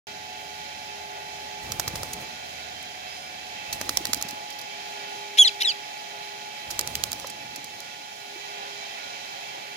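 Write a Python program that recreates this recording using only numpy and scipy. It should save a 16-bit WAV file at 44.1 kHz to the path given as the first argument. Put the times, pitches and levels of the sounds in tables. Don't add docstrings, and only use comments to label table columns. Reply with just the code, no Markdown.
import sys
import numpy as np
from scipy import signal
from scipy.fft import rfft, irfft
from scipy.io import wavfile
from scipy.ndimage import uniform_filter1d

SR = 44100
rng = np.random.default_rng(int(sys.argv[2]) if len(sys.argv) > 2 else 0)


def transcribe(u):
    v = np.clip(np.atleast_2d(u).T, -1, 1)
    q = np.round(v * 32767).astype(np.int16)
    wavfile.write(sys.argv[1], SR, q)


def gain_from_db(level_db):
    decades = np.asarray(level_db, float) / 20
    return 10 ** decades


N = 430416
T = np.arange(N) / SR
HZ = np.fft.rfftfreq(N, 1 / SR) + 1e-3
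MACHINE_LAG, WING_LAG, CALL_LAG = 20, 9, -14
WHINE_LAG = 11.5


def on_log(points, hz=HZ):
    return np.interp(np.log(hz), np.log([p[0] for p in points]), [p[1] for p in points])


def band(x, lo_hz, hi_hz):
    y = signal.sosfilt(signal.butter(2, [lo_hz, min(hi_hz, .45 * SR)], "band", fs=SR, output="sos"), x)
    return y / np.std(y)


def noise_band(lo_hz, hi_hz):
    return band(rng.standard_normal(N), lo_hz, hi_hz)


def walk(rate):
    count = int(T[-1] * rate) + 2
    y = np.interp(T * rate, np.arange(count), rng.standard_normal(count))
    return y / np.std(y)


def add(out, s, sound):
    i = int(s * SR)
    out[..., i:i + sound.shape[-1]] += sound[..., :N - i]


# frequency in Hz, left minus right in dB.
LEFT_SHADE = [(60, -0.5), (300, 0), (700, -1), (1300, -1), (2400, -4), (4400, -7.5), (8100, -11),
              (15000, -5.5)]


def shade(x, lag, share, points=LEFT_SHADE):
    left = rfft(x) * np.exp(-2j * np.pi * HZ * lag / SR) * gain_from_db(share * on_log(points))
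    return np.array([irfft(left, N), x])


# time in seconds, peak in dB, left minus right in
# dB, low slap in dB, time to fade by 60 dB in seconds.
BEATS = [(1.7195, -7.5, -7, -37, .017), (1.7966, -7, -11, -28, .016), (1.877, -12, -2, -34, 0.024),
         (1.955, -17, -2, -34.5, 0.025), (2.032, -14, -4, -37.5, 0.013),
         (3.7263, -11.5, -2.5, -39.5, 0.037), (3.8122, -9, -7, -29, 0.02), (3.892, -7, -7, -30, 0.019),
         (3.9717, -2, -8, -34, .01), (4.053, -7.5, -6, -35.5, .013), (4.1322, -4, -7, -34, 0.014),
         (4.212, -16, -10, -41, 0.014), (6.7027, -12, -9, -41, 0.047), (6.7918, -5, -5, -37.5, 0.013),
         (6.874, -10.5, -7, -40, 0.011), (6.9534, -5.5, -6, -43, 0.011), (7.0378, 1.5, -10, -36, 0.0085),
         (7.245, -36, -4, -36, .02)]
# time in seconds, peak in dB, left minus right in dB.
TIPS = [
    (4.0698, -14, -10),
    (4.1453, -9, -17),
    (4.225, -7.5, -12),
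    (4.309, -18.5, -5),
    (6.8112, -10, -13),
    (7.1178, -10, -9),
    (7.1302, -8, -11),
    (7.199, -15, -7),
]
# time in seconds, peak in dB, left minus right in dB,
# time to fade by 60 dB in seconds, ring in Hz.
RUSTLES = [(2.1316, -15.5, -2, .029, 7000), (2.8267, -26, -8, .012, 8900), (4.1716, -24, -6, .036, 5060),
           (4.2843, -20.5, -11, 0.041, 5660), (4.502, -21.5, -12, 0.036, 5750),
           (4.5243, -25, -20, .036, 5000), (4.586, -25, -13, .048, 5300), (4.6126, -20.5, -12, .032, 5800),
           (5.727, -34, -2, .014, 11000), (7.268, -18, -7, .04, 6200), (7.2973, -21, -10, .04, 6700),
           (7.5592, -20, -6, .02, 6600), (7.6432, -22.5, -3, 0.014, 6800), (7.8034, -21.5, 0, 0.012, 6200)]


def strokes():
    ring_hz = 5820 * (1 + 0.049 * rng.standard_normal(len(BEATS)))
    beats = [(*beat, hz) for beat, hz in zip(BEATS, ring_hz)]
    tips = [(s, db, left_db, db - 39.5, .007, 6200) for s, db, left_db in TIPS]
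    rustles = [(s, db, left_db, db - 34, t60, hz) for s, db, left_db, t60, hz in RUSTLES]
    return beats + tips + rustles


def claps():
    out, t = np.zeros((2, N)), T[:2600]
    for s, db, left_db, slap_db, t60, hz in strokes():
        chance = rng.standard_normal((4, len(t)))
        length = max(t60, .003)
        fade = np.exp(-np.log(1000) * (t / (1.17 * length)) ** 0.91)
        fade = fade * np.clip(t / (0.093 * length), 0, 1)
        burst = gain_from_db(14 * np.abs(uniform_filter1d(chance[1], size=5)))
        snaps = chance[0] * burst * fade
        scattered = snaps * np.sign(uniform_filter1d(chance[2], size=15))
        ears = []
        for v in (np.roll(0.11 * snaps + scattered, WING_LAG), snaps):
            ring = band(v, 0.66 * hz, 1.27 * hz)
            ears.append(ring + 0.66 * band(v, 1800, 10600) + 0.61 * band(v, 8300, 12700))
        ears = np.array(ears) / np.max(np.abs(ears[1]))
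        ears = ears * gain_from_db(np.array([[left_db], [0]]))
        slap = band(chance[3], 290, 1550) * np.exp(-t / 0.0024) * np.clip(t / 0.0014, 0, 1)
        add(out, s - .0003, gain_from_db(db) * ears + gain_from_db(slap_db + 11.0) * slap)
    return out


# take-off in seconds, hardest moment in seconds, landing in seconds,
# effort in dB, downwash toward the phone in dB.
FLIGHTS = [
    (1.59, 1.97, 2.32, -43, -1.5),
    (3.668, 3.99, 4.4, -45.5, -5),
    (6.642, 6.965, 7.31, -44.5, -4),
]


def flights():
    out = 0
    beat_rate_hz = 12.4
    gust = noise_band(59, 122)
    own = np.array([noise_band(25, 270) for _ in range(2)])
    whoosh = noise_band(104, 790) * gain_from_db(1.7 * walk(30))
    hiss = np.array([noise_band(5000, 15000) * gain_from_db(2.5 * walk(60)) for _ in range(2)])
    hiss = hiss * gain_from_db(np.array([[-3.], [4.]]))
    for start, hardest, end, db, wash_db in FLIGHTS:
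        gate = np.interp(T, [start, start + 0.066, end - .08, end], [0, 1, 1, 0])
        effort = gate * gain_from_db(np.interp(T, [start, hardest, end], [-3, 0, -6]))
        wash_fade_db = np.interp(T, [hardest, end], [0, -5])
        wash = (gust + 0.56 * own) * gain_from_db(wash_db + 1.9 * walk(16) + wash_fade_db)
        feather_db = -49.5 + 3 * np.cos(2 * np.pi * beat_rate_hz * (T - hardest))
        out = out + effort * (gain_from_db(db) * (wash + gain_from_db(-0.7) * whoosh) + gain_from_db(feather_db) * hiss)
    return out


# time in seconds, peak in dB, pitch in Hz.
THUMPS = [(1.699, -40, 145), (1.79, -36, 108), (1.879, -35, 116), (1.935, -35, 164), (1.979, -40, 102),
          (2.029, -38, 557), (3.808, -41, 214), (3.939, -40, 106), (4.006, -33, 330), (4.089, -33, 240),
          (4.166, -36, 302), (4.248, -37, 200), (4.329, -40, 246), (5.149, -42, 394), (7.244, -36, 533),
          (7.579, -40, 287.4), (8.359, -38, 373), (9.574, -45, 340)]


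def thumps():
    out, t = np.zeros(N), T[:1500]
    for s, db, hz in THUMPS:
        swell = (t / 0.0029) * np.exp(1 - t / 0.0032)
        add(out, s, gain_from_db(db) * np.sin(2 * np.pi * hz * t) * swell)
    return out


# frequency in Hz, left minus right in dB.
CALL_SHADE = [(2000, 3.5), (2900, -1.5), (3400, -1), (4100, 7), (4700, -21), (6500, -5.5), (10000, -7.5)]


def calls():
    tone = whistles()
    breath = noise_band(2500, 9000) * uniform_filter1d(np.abs(tone), size=90) * gain_from_db(-22)
    voice = tone + breath + rasps()
    smear = []
    for _ in range(2):
        echoes = rng.standard_normal(8000) * np.exp(-T[:8000] / .04)
        smear.append(signal.fftconvolve(voice, echoes)[:N])
    return shade(voice, CALL_LAG, 1, CALL_SHADE) + gain_from_db(-50) * np.roll(smear, 200, axis=1)


# time in seconds, pitch in Hz, effort in dB.
NOTES = [
    [(5.388, 3270, -12), (5.391, 3305, -10), (5.398, 3420, -6.5), (5.405, 3397, -10.5), (5.416, 3330, -9),
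     (5.427, 3200, -12), (5.435, 3010, -15), (5.445, 2830, -11)],
    [(5.448, 2120, -17), (5.46, 1990, -19), (5.475, 1730, -14), (5.482, 1590, -17), (5.486, 1480, -22),
     (5.495, 1270, -19.5)],
    [(5.627, 3120, -32), (5.633, 3010, -16), (5.639, 2930, -24), (5.647, 2630, -19)],
    [(5.649, 2030, -25), (5.658, 1930, -19.5), (5.678, 1720, -18), (5.702, 1526, -21.5), (5.709, 1472, -18),
     (5.723, 1224, -26)],
]
HIGH_PARTIALS_DB = [0.5, -4.5, -14, -26, -40]
LOW_PARTIALS_DB = [-5, -1, -12, -11.5, -18]


def whistles():
    out, jitter, shimmer = np.zeros(N), walk(500), walk(360)
    for note in NOTES:
        s, hz, effort_db = np.transpose(note)
        span = slice(int((s[0] - .01) * SR), int((s[-1] + .01) * SR))
        t = T[span]
        pitch = uniform_filter1d(np.interp(t, s, hz), size=120)
        phase = 2 * np.pi * np.cumsum(pitch) / SR + 0.11 * jitter[span]
        gate = np.interp(t, [s[0] - .0015, s[0], s[-1], s[-1] + 0.002], [0, 1, 1, 0])
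        gate = gate * gain_from_db(np.interp(t, s, effort_db) + .6 * shimmer[span])
        partials_db = HIGH_PARTIALS_DB if hz[0] > 2400 else LOW_PARTIALS_DB
        for k, db in enumerate(partials_db, start=1):
            if k * hz.max() < 14500:
                partial = np.sqrt(2) * gain_from_db(db) * np.sin(k * phase)
                out[span] += gate * throat(k * pitch) * partial
    return out


# frequency in Hz, width in Hz, level in dB.
THROAT = [(2000, 290, -10), (2570, 400, -7.5), (3320, 445, 0.5), (4030, 510, -0.5), (4670, 540, 11.5),
          (6400, 1200, -7), (7670, 730, -3.5), (10000, 1300, -4), (12000, 700, 4), (13200, 500, -14)]


def throat(hz):
    floor_db = -30
    peaks = sum(gain_from_db(2 * db) / (1 + (2 * (hz - f) / w) ** 6) for f, w, db in THROAT)
    return np.sqrt(gain_from_db(2 * floor_db) + peaks)


# start in seconds,
# end in seconds, first level in dB, last level in dB, throat pitch at the start in Hz.
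OPENING = [
    (5.372, 5.382, -24, -14, 2900),
    (5.602, 5.615, -24, -17, 3900),
]
BREAKING = [
    (5.382, 5.388, -8, -17, 3200),
    (5.6155, 5.624, -17, -15, 2800),
]
CLOSING = [
    (5.477, 5.485, -26, -22, 4600),
    (5.624, 5.629, -27, -29, 4500),
    (5.696, 5.706, -32, -30, 4800),
]


def rasps():
    out = np.zeros(N)
    for rows, rate, to_hz in ((OPENING, 755, 3300), (BREAKING, 1100, 4350), (CLOSING, 850, 4500)):
        for start, end, first_db, last_db, from_hz in rows:
            chance = rng.standard_normal((20, 3))
            times = start + np.cumsum(np.clip(1 + .2 * chance[:, 0], .3, 2)) / rate
            for s, (_, size, tune) in zip(times[times < end], chance):
                way = (s - start) / (end - start)
                hz = (from_hz + way * (to_hz - from_hz)) * (1 + .07 * tune)
                db = first_db + way * (last_db - first_db) + 3.3 * np.clip(size, -1, 1)
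                add(out, s, gain_from_db(db) * closure(hz))
    return signal.sosfilt(signal.butter(4, [2000, 13200], "band", fs=SR, output="sos"), out)


def closure(hz):
    t = T[:150]
    turn = 2 * np.pi * t
    throat_ring = np.exp(-t / .0007) * np.sin(hz * turn)
    beak = np.exp(-t / .0005) * (.7 * np.sin(5000 * turn) + .4 * np.sin(2400 * turn))
    edge = 0.11 * t / 0.00018 * np.exp(-t / 0.00044) * (np.sin(10000 * turn) + np.sin(12500 * turn))
    return throat_ring + beak + edge


# time in seconds, blade tone in Hz, level in dB.
MOTOR = [(0.15, 859, -50), (0.2, 855, -47.5), (1.61, 854, -46), (2.25, 862, -48.5), (2.46, 856.7, -58),
         (2.94, 854.8, -52.5), (3.08, 856.4, -61), (3.66, 848, -48), (4.35, 844, -46), (4.75, 844, -49),
         (5.23, 851, -44.5), (5.33, 845.5, -46.5), (7.12, 849.7, -48), (8.9, 849.3, -55.5),
         (9.62, 852, -52.5), (9.7, 852, -52)]


def whine(ratio, db, flutter_db):
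    hz = ratio * np.interp(T, *np.transpose(MOTOR)[:2])
    phase = 2 * np.pi * np.cumsum(hz) / SR + 0.26 * walk(12)
    tone = np.sqrt(2) * np.sin(phase) * gain_from_db(db + flutter_db * walk(14))
    return shade(tone, WHINE_LAG, 0.55)


# start in seconds, end in seconds, level in dB.
SWELLS = [
    (-.3, 0.747, -61.5),
    (0.699, 1.9, -57.5),
    (4.598, 5.85, -53.5),
    (5.9, 6.601, -58),
    (8.046, 9.005, -56),
    (9.45, 10.2, -56),
]


def motor():
    low, swell_s = gain_from_db(-63.5), 0.33
    for a, b, db in SWELLS:
        low = low + gain_from_db(db) * np.interp(T, [a, a + swell_s, b - swell_s / 2, b], [0, 1, 1, 0])
    blade_db = np.interp(T, *np.transpose(MOTOR)[::2]) + 2.26
    return whine(1, blade_db, flutter_db=0.23) + low * whine(.478, 0, flutter_db=1.5)


# frequency in Hz, dB per Hz.
HISS = [(38, -104), (65, -89), (140, -80), (450, -81.5), (750, -74.5), (950, -73), (1300, -83.5),
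        (2300, -72.5), (2900, -75.5), (3300, -74), (6500, -80), (8300, -92), (12000, -91), (15500, -100)]
# frequency in Hz, width in Hz, dB per Hz.
DUCT = [(555.5, 21.4, -74.5), (676, 6.8, -63.5), (722, 24.5, -65), (808, 75, -68.5), (1442, 5.1, -65),
        (1690, 21, -73), (1944, 19, -68.5), (2320, 19, -63.5), (2622, 43, -66.5), (3168, 82, -68),
        (4048, 57, -68.5), (5085, 114, -74.5), (6700, 310, -80.5)]
# frequency in Hz, likeness from 0 to 1.
LIKENESS = [(60, 1), (300, 1), (600, 0.59), (950, 1), (1500, 0.43), (3000, 0.19), (7000, 0), (9000, 0)]
# time in seconds, level in dB.
LOAD = [(.35, -1), (1.5, 0), (2.3, 0), (3.5, 0), (4.5, 1), (6.5, 0), (7.45, -1), (8.15, -2.5), (8.7, 2),
        (9.76, 1)]
LOAD_SHARE = [1.05, 0.96, 0.48, .1]
# time in seconds, level in dB.
TRAFFIC = [(.35, 0.5), (2.3, 1.5), (4.5, 0), (5.3, -3.5), (6.6, -1.5), (7.45, 5), (8.15, -4.5),
           (9.76, -1.5)]


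def machine():
    peaks = sum(gain_from_db(2 * db) / (1 + (2 * (HZ - f) / w) ** 4) for f, w, db in DUCT)
    power = gain_from_db(2 * on_log(HISS)) + peaks
    right, other = (rfft(rng.standard_normal(N)) * np.sqrt(power * SR / 2) for _ in range(2))
    late = right * np.exp(-2j * np.pi * HZ * MACHINE_LAG / SR)
    like = np.clip(on_log(LIKENESS), 0, 1)
    left = (like * late + np.sqrt(1 - like ** 2) * other) * gain_from_db(on_log(LEFT_SHADE))
    both = np.array([left, right])
    load_db = np.interp(T, *np.transpose(LOAD))
    swells_db = [np.interp(T, *np.transpose(TRAFFIC))] + [share * load_db for share in LOAD_SHARE]
    centres = np.log([200, 700, 2500, 6000, 11000])
    out = 0
    for k, db in enumerate(swells_db):
        part = np.interp(np.log(HZ), centres, np.eye(5)[k])
        out = out + irfft(both * part, N) * gain_from_db(db + 0.72 * walk(12))
    return out


# frequency in Hz, level in dB.
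IDLER = [(80.7, -63), (630, -59), (737.5, -49), (1593, -54.5), (1771, -59), (2067, -54.5)]


def idler():
    lines = 0
    for hz, db in IDLER:
        lines = lines + gain_from_db(db + 1.2 * walk(6)) * np.sin(2 * np.pi * hz * T + .6 * walk(8))
    leaving = np.interp(T, [3.5, 4.2], [1, 0])
    return shade(np.sqrt(2) * lines * leaving, WHINE_LAG, 5.0)


# start in seconds, end in seconds, pitch in Hz, level in dB.
SQUEAK = [
    (2.7, 2.95, 3140, -43),
    (3.04, 3.33, 5070, -44),
    (3.55, 3.8, 2625, -44),
    (3.1, 3.3, 8700, -58),
    (3.08, 3.28, 9500, -60),
    (4.86, 5.0, 9450, -58),
]


def squeal():
    tones = 0
    for a, b, hz, db in SQUEAK:
        gate = np.interp(T, [a, a + .05, b - .05, b], [0, 1, 1, 0])
        tones = tones + gain_from_db(db + 1.5 * walk(27.5)) * np.sin(2 * np.pi * hz * T) * gate
    return shade(tones, MACHINE_LAG, 1)


def scene():
    low_pass = signal.ellip(8, .3, 50, 15850, fs=SR, output="sos")
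    air = signal.sosfilt(low_pass, machine() + flights())
    return claps() + air + thumps() + calls() + motor() + idler() + squeal()


def band_limit(x):
    return signal.sosfilt(signal.butter(12, 16970, fs=SR, output="sos"), x)


def record(dry):
    rounded = dry / (1 + np.abs(dry / 1.05) ** 4) ** .25
    start_s = .0697
    return band_limit(rounded * (T > start_s))


dry = scene()
out = record(dry)
transcribe(out)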